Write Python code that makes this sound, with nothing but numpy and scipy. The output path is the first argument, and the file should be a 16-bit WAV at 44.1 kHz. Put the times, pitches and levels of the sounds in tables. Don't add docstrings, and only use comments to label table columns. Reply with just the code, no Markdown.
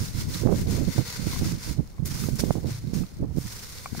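import sys
import numpy as np
from scipy import signal
from scipy.fft import rfft, irfft, next_fast_len
from scipy.io import wavfile
from scipy.ndimage import uniform_filter1d, map_coordinates

SR = 44100
rng = np.random.default_rng(int(sys.argv[2]) if len(sys.argv) > 2 else 0)


def bounce(signal):
    frames = np.transpose(np.atleast_2d(signal))
    limited = np.clip(frames, -1, 1)
    pcm = np.round(limited * 32767).astype(np.int16)
    wavfile.write(sys.argv[1], SR, pcm)


N = 176400

# pitch in Hz, width in Hz, relative level in dB.
SCREEN_NOTES = [(109.3, 92, -2), (136.5, 19, -4.5)]


def rubbing():
    loudness, crisp_loudness, wire_loudness = hand_strokes()
    scrape = scrape_tone(contacts())
    crisp = filtered(scrape, lambda hz: 1 - 1 / (1 + (hz / 7700) ** 4))
    scraping = loudness * (scrape - crisp) + crisp_loudness * crisp
    return scraping + cracks_and_ticks(loudness) + ringing_wires(wire_loudness) + screen_drum(loudness)


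def hand_strokes(judder_per_s=85, judder_db=1.3):
    # peak time, rise and fall in seconds, level in dB, extra dB for the crisp top,
    # extra dB for the wires, dB by which left is louder than right.
    strokes = [(0.021, 0.068, 0.088, -38, 2, -4.5, -1.5), (0.212, 0.066, 0.042, -37.5, 1, -1.5, -1),
               (0.362, 0.076, 0.09, -37, 2, -3.5, -1), (0.596, 0.086, 0.055, -40.5, 2, -3.5, 4),
               (0.728, 0.052, 0.094, -38.5, 1.5, -1, 4), (0.961, 0.1, 0.067, -39.5, 2.5, 2.5, 3),
               (1.097, 0.065, 0.15, -38, 0, 2, 1), (1.352, 0.11, 0.069, -37, 1.5, -0.5, 1),
               (1.47, 0.058, 0.083, -37, -0.5, -4.5, 0.5), (1.656, 0.059, 0.086, -38.5, 0.5, -2, -0.5),
               (1.84, 0.08, 0.27, -60.5, 2.5, -0.5, 0.5), (2.06, 0.0072, 0.031, -40.5, 10.5, -0.5, -1.5),
               (2.129, 0.043, 0.096, -37.5, 1, -8, -2), (2.231, 0.054, 0.076, -39.5, 7, 0, 0),
               (2.399, 0.01, 0.0094, -30.5, 1.5, -3.5, -1.5), (2.42, 0.098, 0.17, -45, 4, -2.5, 1.5),
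               (2.58, 0.083, 0.17, -63, -0.5, 0, 7), (2.703, 0.033, 0.078, -40.5, -1.5, -5, 0),
               (3.0, 0.65, 0.22, -55.5, 2, 2, -1), (2.946, 0.014, 0.073, -40.5, 2.5, -7, -0.5),
               (3.40, 0.032, 0.071, -52, 9.5, -12, 2), (3.52, 0.13, 0.24, -42, 2, -6, -1),
               (3.79, 0.16, 0.2, -47.5, 4, 2, -0.5), (4.0, 0.052, .05, -42, 3.5, 2.5, -2)]
    t = np.arange(N) / SR
    scrape, crisp, wires = np.zeros((3, 2, N))
    for peak, rise, fall, db, crisp_db, wire_db, pan_db in strokes:
        fade = np.where(t < peak, np.abs((t - peak) / rise) ** 2, np.abs((t - peak) / fall) ** 1.74)
        port_gains = amp(db + np.array([[pan_db], [-pan_db]]) / 2)
        power = (np.exp(-np.minimum(fade, 20)) * port_gains) ** 2
        scrape += power
        crisp += power * amp(crisp_db) ** 2
        wires += power * amp(wire_db) ** 2
    return np.sqrt([scrape, crisp, wires]) * amp(judder_db * wobble(judder_per_s))


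def contacts(per_s=30000, spread_db=1.5, shared=0.11):
    hits = rng.random(N) < per_s / SR
    sizes = amp(spread_db * np.clip(rng.standard_normal(N), -2, 2))
    alike = np.sqrt(shared) * rng.standard_normal(N)
    apart = np.sqrt(1 - shared) * rng.standard_normal((2, N))
    return unit(hits * sizes * (alike + apart))


def scrape_tone(hits):
    # frequency in Hz, relative level in dB.
    left_tone = [(150, -48), (400, 0.5), (700, -6.5), (1000, -2), (2000, -2), (3300, -3), (4300, -5.5),
                 (5500, -1.5), (7100, 1.5), (7900, -7.5), (9000, -4), (10500, -9), (15500, -8)]
    right_tone = [(150, 10), (400, -9), (700, -6.5), (1000, -0.5), (1550, -2), (2400, -6), (3100, -7),
                  (4300, -1), (5200, 5), (6200, 2), (7000, -9.5), (8800, -2.5), (10500, -7), (15500, -9)]
    return np.array([coloured(hits[0], left_tone), coloured(hits[1], right_tone)])


def cracks_and_ticks(loudness):
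    # frequency in Hz, relative level in dB.
    tick_tone = [(1500, -14), (4000, 9), (8000, -19), (15000, -7)]
    t = np.arange(SR // 100) / SR
    click = rng.standard_normal((2, len(t))) * amp(-60 * t / 0.0037)
    cracks = signal.fftconvolve(contacts(per_s=220, spread_db=5.5), click, axes=1)[:, :N]
    ticks = signal.fftconvolve(contacts(per_s=32, spread_db=4), click, axes=1)[:, :N]
    average = loudness.mean()
    swell = loudness / average
    cracks = scrape_tone(cracks) * amp(-9) * swell ** 0.8
    ticks = coloured(ticks, tick_tone) * amp(-14.5) * swell ** 0.85
    return average * (cracks + ticks)


def ringing_wires(loudness, bend=0.009, bends_per_s=5):
    # pitch in Hz, width in Hz, relative level in dB.
    wire_notes = [(469, 57, 13), (990, 67, 6.5), (1513, 140, 7), (2090, 290, 9), (3610, 43, 8.5),
                  (4280, 840, 8.5)]
    ring = resonate(contacts(), wire_notes)
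    position = np.cumsum(1 + bend * wobble(bends_per_s))
    bent = np.array([map_coordinates(port, [position], mode="mirror") for port in ring])
    return amp(-3.5) * loudness * bent


def screen_drum(loudness):
    boom = resonate(rng.standard_normal(N), SCREEN_NOTES)
    bass = filtered(boom, lambda hz: 1 / (1 + (hz / 220) ** 4))
    return amp(-5) * loudness * unit(bass)


def seed_snaps():
    # start in seconds, level in dB, pitch in Hz, seconds to fade by 60 dB.
    snaps = [(.2115, -38, 4540, 0.045), (0.7088, -35, 6460, .05), (1.39, -28, 4760, 0.021),
             (2.056, -33, 9500, .06), (2.356, -35.5, 9000, .04), (2.403, -25, 5960, 0.06),
             (2.5237, -38, 5760, 0.09), (3.7844, -38, 4040, .014)]
    out, t = np.zeros((2, N)), np.arange(SR // 10) / SR
    hz = np.fft.rfftfreq(len(t), 1 / SR)
    for start, db, pitch, fade_s in snaps:
        grit = rng.standard_normal((2, len(t))) * amp(6 * rng.standard_normal(len(t)))
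        burst = irfft(rfft(grit) * resonance(hz, pitch, width=0.8 * pitch), len(t))
        add(out, start, unit(burst) * amp(db - 60 * t / fade_s))
    return out


def hand_thumps(fade_s=0.81):
    # start in seconds, level in dB.
    landings = [(2.06, -28), (2.682, -21), (3.374, -30.5)]
    out, t = np.zeros(N), np.arange(SR // 2) / SR
    swing = sum(amp(db) * np.sin(2 * np.pi * hz * t) for hz, _, db in SCREEN_NOTES) / 2
    onset = 1 - np.exp(-t / 0.0048)
    for start, db in landings:
        add(out, start, amp(db - 60 * t / fade_s) * onset * swing)
    return out


def stalk_taps(crack_db=-16, crack_fade_s=0.023):
    # start in seconds, level in dB, pitch in Hz.
    taps = [(1.331, -33, 1040), (1.36, -30, 1080), (1.982, -42, 1080), (2.238, -31.5, 1300),
            (2.399, -36, 990), (3.035, -39.5, 1280), (3.8584, -23, 1140), (3.949, -31.5, 736),
            (3.994, -28, 1540)]
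    # multiple of the pitch, relative level in dB, seconds to fade by 60 dB.
    stalk_notes = [(0.973, 3, 0.018), (1.16, -14.5, 0.028), (2.01, -5.5, 0.021), (0.693, -2.5, 0.017)]
    out, t = np.zeros((2, N)), np.arange(SR // 10) / SR
    onset = 1 - np.exp(-t / 0.00072)
    for start, db, hz in taps:
        ring = np.zeros((2, len(t)))
        for ratio, note_db, fade_s in stalk_notes:
            phase = rng.normal(0, 0.64, (2, 1))
            ring += amp(note_db - 60 * t / fade_s) * np.sin(2 * np.pi * hz * ratio * t + phase)
        crack = amp(crack_db - 60 * t / crack_fade_s) * rng.standard_normal((2, len(t)))
        add(out, start, amp(db) * (ring + crack) * onset)
    return out


def wind():
    # start and length in seconds, level in dB, extra dB for the flutter.
    left_puffs = [(0, 0.17, -34.5, -31), (0.208, 0.076, -25.5, -25), (0.55, 0.1, -29, -16),
                  (.70, 0.23, -34.5, -39), (1.34, 0.19, -30, -16), (1.516, 1.85, -43.5, -39),
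                  (3.178, 0.059, -31.5, -37), (3.926, 0.083, -33.5, -17)]
    right_puffs = [(0.005, 0.033, -26.5, -16), (.15, 0.066, -27, -29), (.28, 0.088, -28.5, -17),
                   (.425, 0.032, -21, -6), (.452, 0.089, -22, 0), (.54, 0.16, -26, -15.5),
                   (.675, 0.16, -21, -10), (.877, 0.015, -21.5, -10.5), (.98, 0.02, -18.5, -5.5),
                   (1.19, .115, -23.5, -20.5), (1.415, 0.0074, -17.5, -11), (1.46, 0.098, -25, -18),
                   (1.675, 0.04, -23.5, -19.5), (1.785, 0.015, -19, -13), (2.0, 0.085, -27, -16.5),
                   (2.1, 0.25, -29, -21), (2.235, 0.11, -26, -19), (2.395, 0.11, -22.5, -12.5),
                   (2.556, 0.03, -22.5, -7.5), (2.635, 0.063, -26.5, -9), (2.835, 0.081, -28, -19.5),
                   (2.945, 0.083, -24.5, -14.5), (3.215, 0.034, -21.5, -10), (3.295, 0.025, -23.5, -21.5),
                   (3.37, 0.0076, -22.5, -12.5), (3.41, 0.066, -34, -40)]
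    left = buffeting(left_puffs) + wind_pops("left")
    right = buffeting(right_puffs) + wind_pops("right")
    return np.array([left, right])


def buffeting(puffs, attack_s=0.014, release_s=0.018, lumps_per_s=65):
    # frequency in Hz, relative level in dB.
    rumble_tone = [(25, -7.5), (45, -3), (75, 3.5), (160, 2), (240, -7), (330, -15), (500, -37),
                   (1000, -86)]
    flutter_tone = [(100, 0), (220, 3), (330, 5), (480, 0.5), (640, -6), (1000, -18), (1600, -31.5),
                    (3000, -45), (6000, -85)]
    t = np.arange(N) / SR
    rumble_power, flutter_power = np.zeros((2, N))
    for start, length, db, flutter_db in puffs:
        fade = np.maximum(start - t, 0) / attack_s + np.maximum(t - start - length, 0) / release_s
        swell = np.exp(-np.minimum(fade, 20))
        rumble_power += (amp(db) * swell) ** 2
        flutter_power += amp(db + flutter_db) ** 2 * swell ** 3
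    lumps = np.tanh(wobble(lumps_per_s))
    swirls = rng.standard_normal(N)
    rumble = evened(coloured(swirls, rumble_tone))
    rumble = unit(rumble * amp(5 * lumps))
    flutter = coloured(swirls * amp(7 * lumps), flutter_tone)
    flutter = evened(evened(flutter))
    return np.sqrt(rumble_power) * rumble + np.sqrt(flutter_power) * flutter


def wind_pops(port, widening=2.6, ring_hz=205, ring_s=0.003):
    # which port, peak time in seconds, level in dB, width in seconds.
    pops = [("right", .4735, -16, .00035), ("right", .526, -11, .0005), ("right", .9815, -11, .0008),
            ("right", 1.271, -15, .0011), ("right", 2.288, -14, .0008), ("right", 2.438, -5, .001),
            ("right", 2.5077, -4, .00055), ("right", 2.5092, -9, .0011), ("right", 2.555, -16, .0007),
            ("right", 2.646, -15, .001), ("right", 2.935, -14, .0013), ("right", 3.228, -16, .001),
            ("right", 3.373, -12, .0014), ("right", 3.385, -12, .0014), ("left", 3.931, -19, .0018)]
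    out, t = np.zeros(N), np.arange(N) / SR
    for side, peak, db, width in pops:
        if side == port:
            offset = (t - peak) / width
            push = (1 + offset ** 2) ** -2
            suction = (1 + (offset / widening) ** 2) ** -2 / widening
            pulse = (push - suction) / (1 - 1 / widening)
            ring = np.cos(2 * np.pi * ring_hz * (t - peak)) * np.exp(-np.abs(t - peak) / ring_s)
            out += amp(db) * (pulse + 0.35 * ring)
    return out


def outdoor_air():
    # frequency in Hz, relative level in dB.
    air_tone = [(20, 7.5), (70, 11), (170, -1), (1000, -17.5), (5000, -35), (15000, -35)]
    return amp(-45) * coloured(rng.standard_normal((2, N)), air_tone)


def amp(db):
    return 10 ** (np.asarray(db) / 20)


def unit(x):
    return x / np.sqrt(np.mean(x ** 2) + 1e-20)


def filtered(x, response):
    size = next_fast_len(N + SR // 4)
    return irfft(rfft(x, size) * response(np.fft.rfftfreq(size, 1 / SR)), size)[..., :N]


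def coloured(x, tone):
    points_hz, db = np.transpose(tone)
    return unit(filtered(x, lambda hz: amp(np.interp(np.log(hz + 1), np.log(points_hz), db))))


def resonance(hz, pitch, width):
    return 1j * hz * width / (pitch ** 2 - hz ** 2 + 1j * hz * width)


def resonate(x, notes):
    return unit(filtered(x, lambda hz: sum(amp(db) * resonance(hz, pitch, width)
                                           for pitch, width, db in notes)))


def wobble(per_s):
    return map_coordinates(rng.standard_normal(4096), [np.arange(N) * per_s / SR], mode="wrap")


def evened(x):
    local_power = np.abs(uniform_filter1d(x ** 2, size=1600))
    return unit(x / np.sqrt(local_power + 0.056))


def add(track, start, sound):
    part = track[..., round(start * SR):][..., :sound.shape[-1]]
    part += sound[..., :part.shape[-1]]


def scene():
    return wind() + rubbing() + seed_snaps() + hand_thumps() + stalk_taps() + outdoor_air()


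def record(dry):
    return filtered(dry, lambda hz: hz < 15750)


dry = scene()
out = record(dry)
bounce(out)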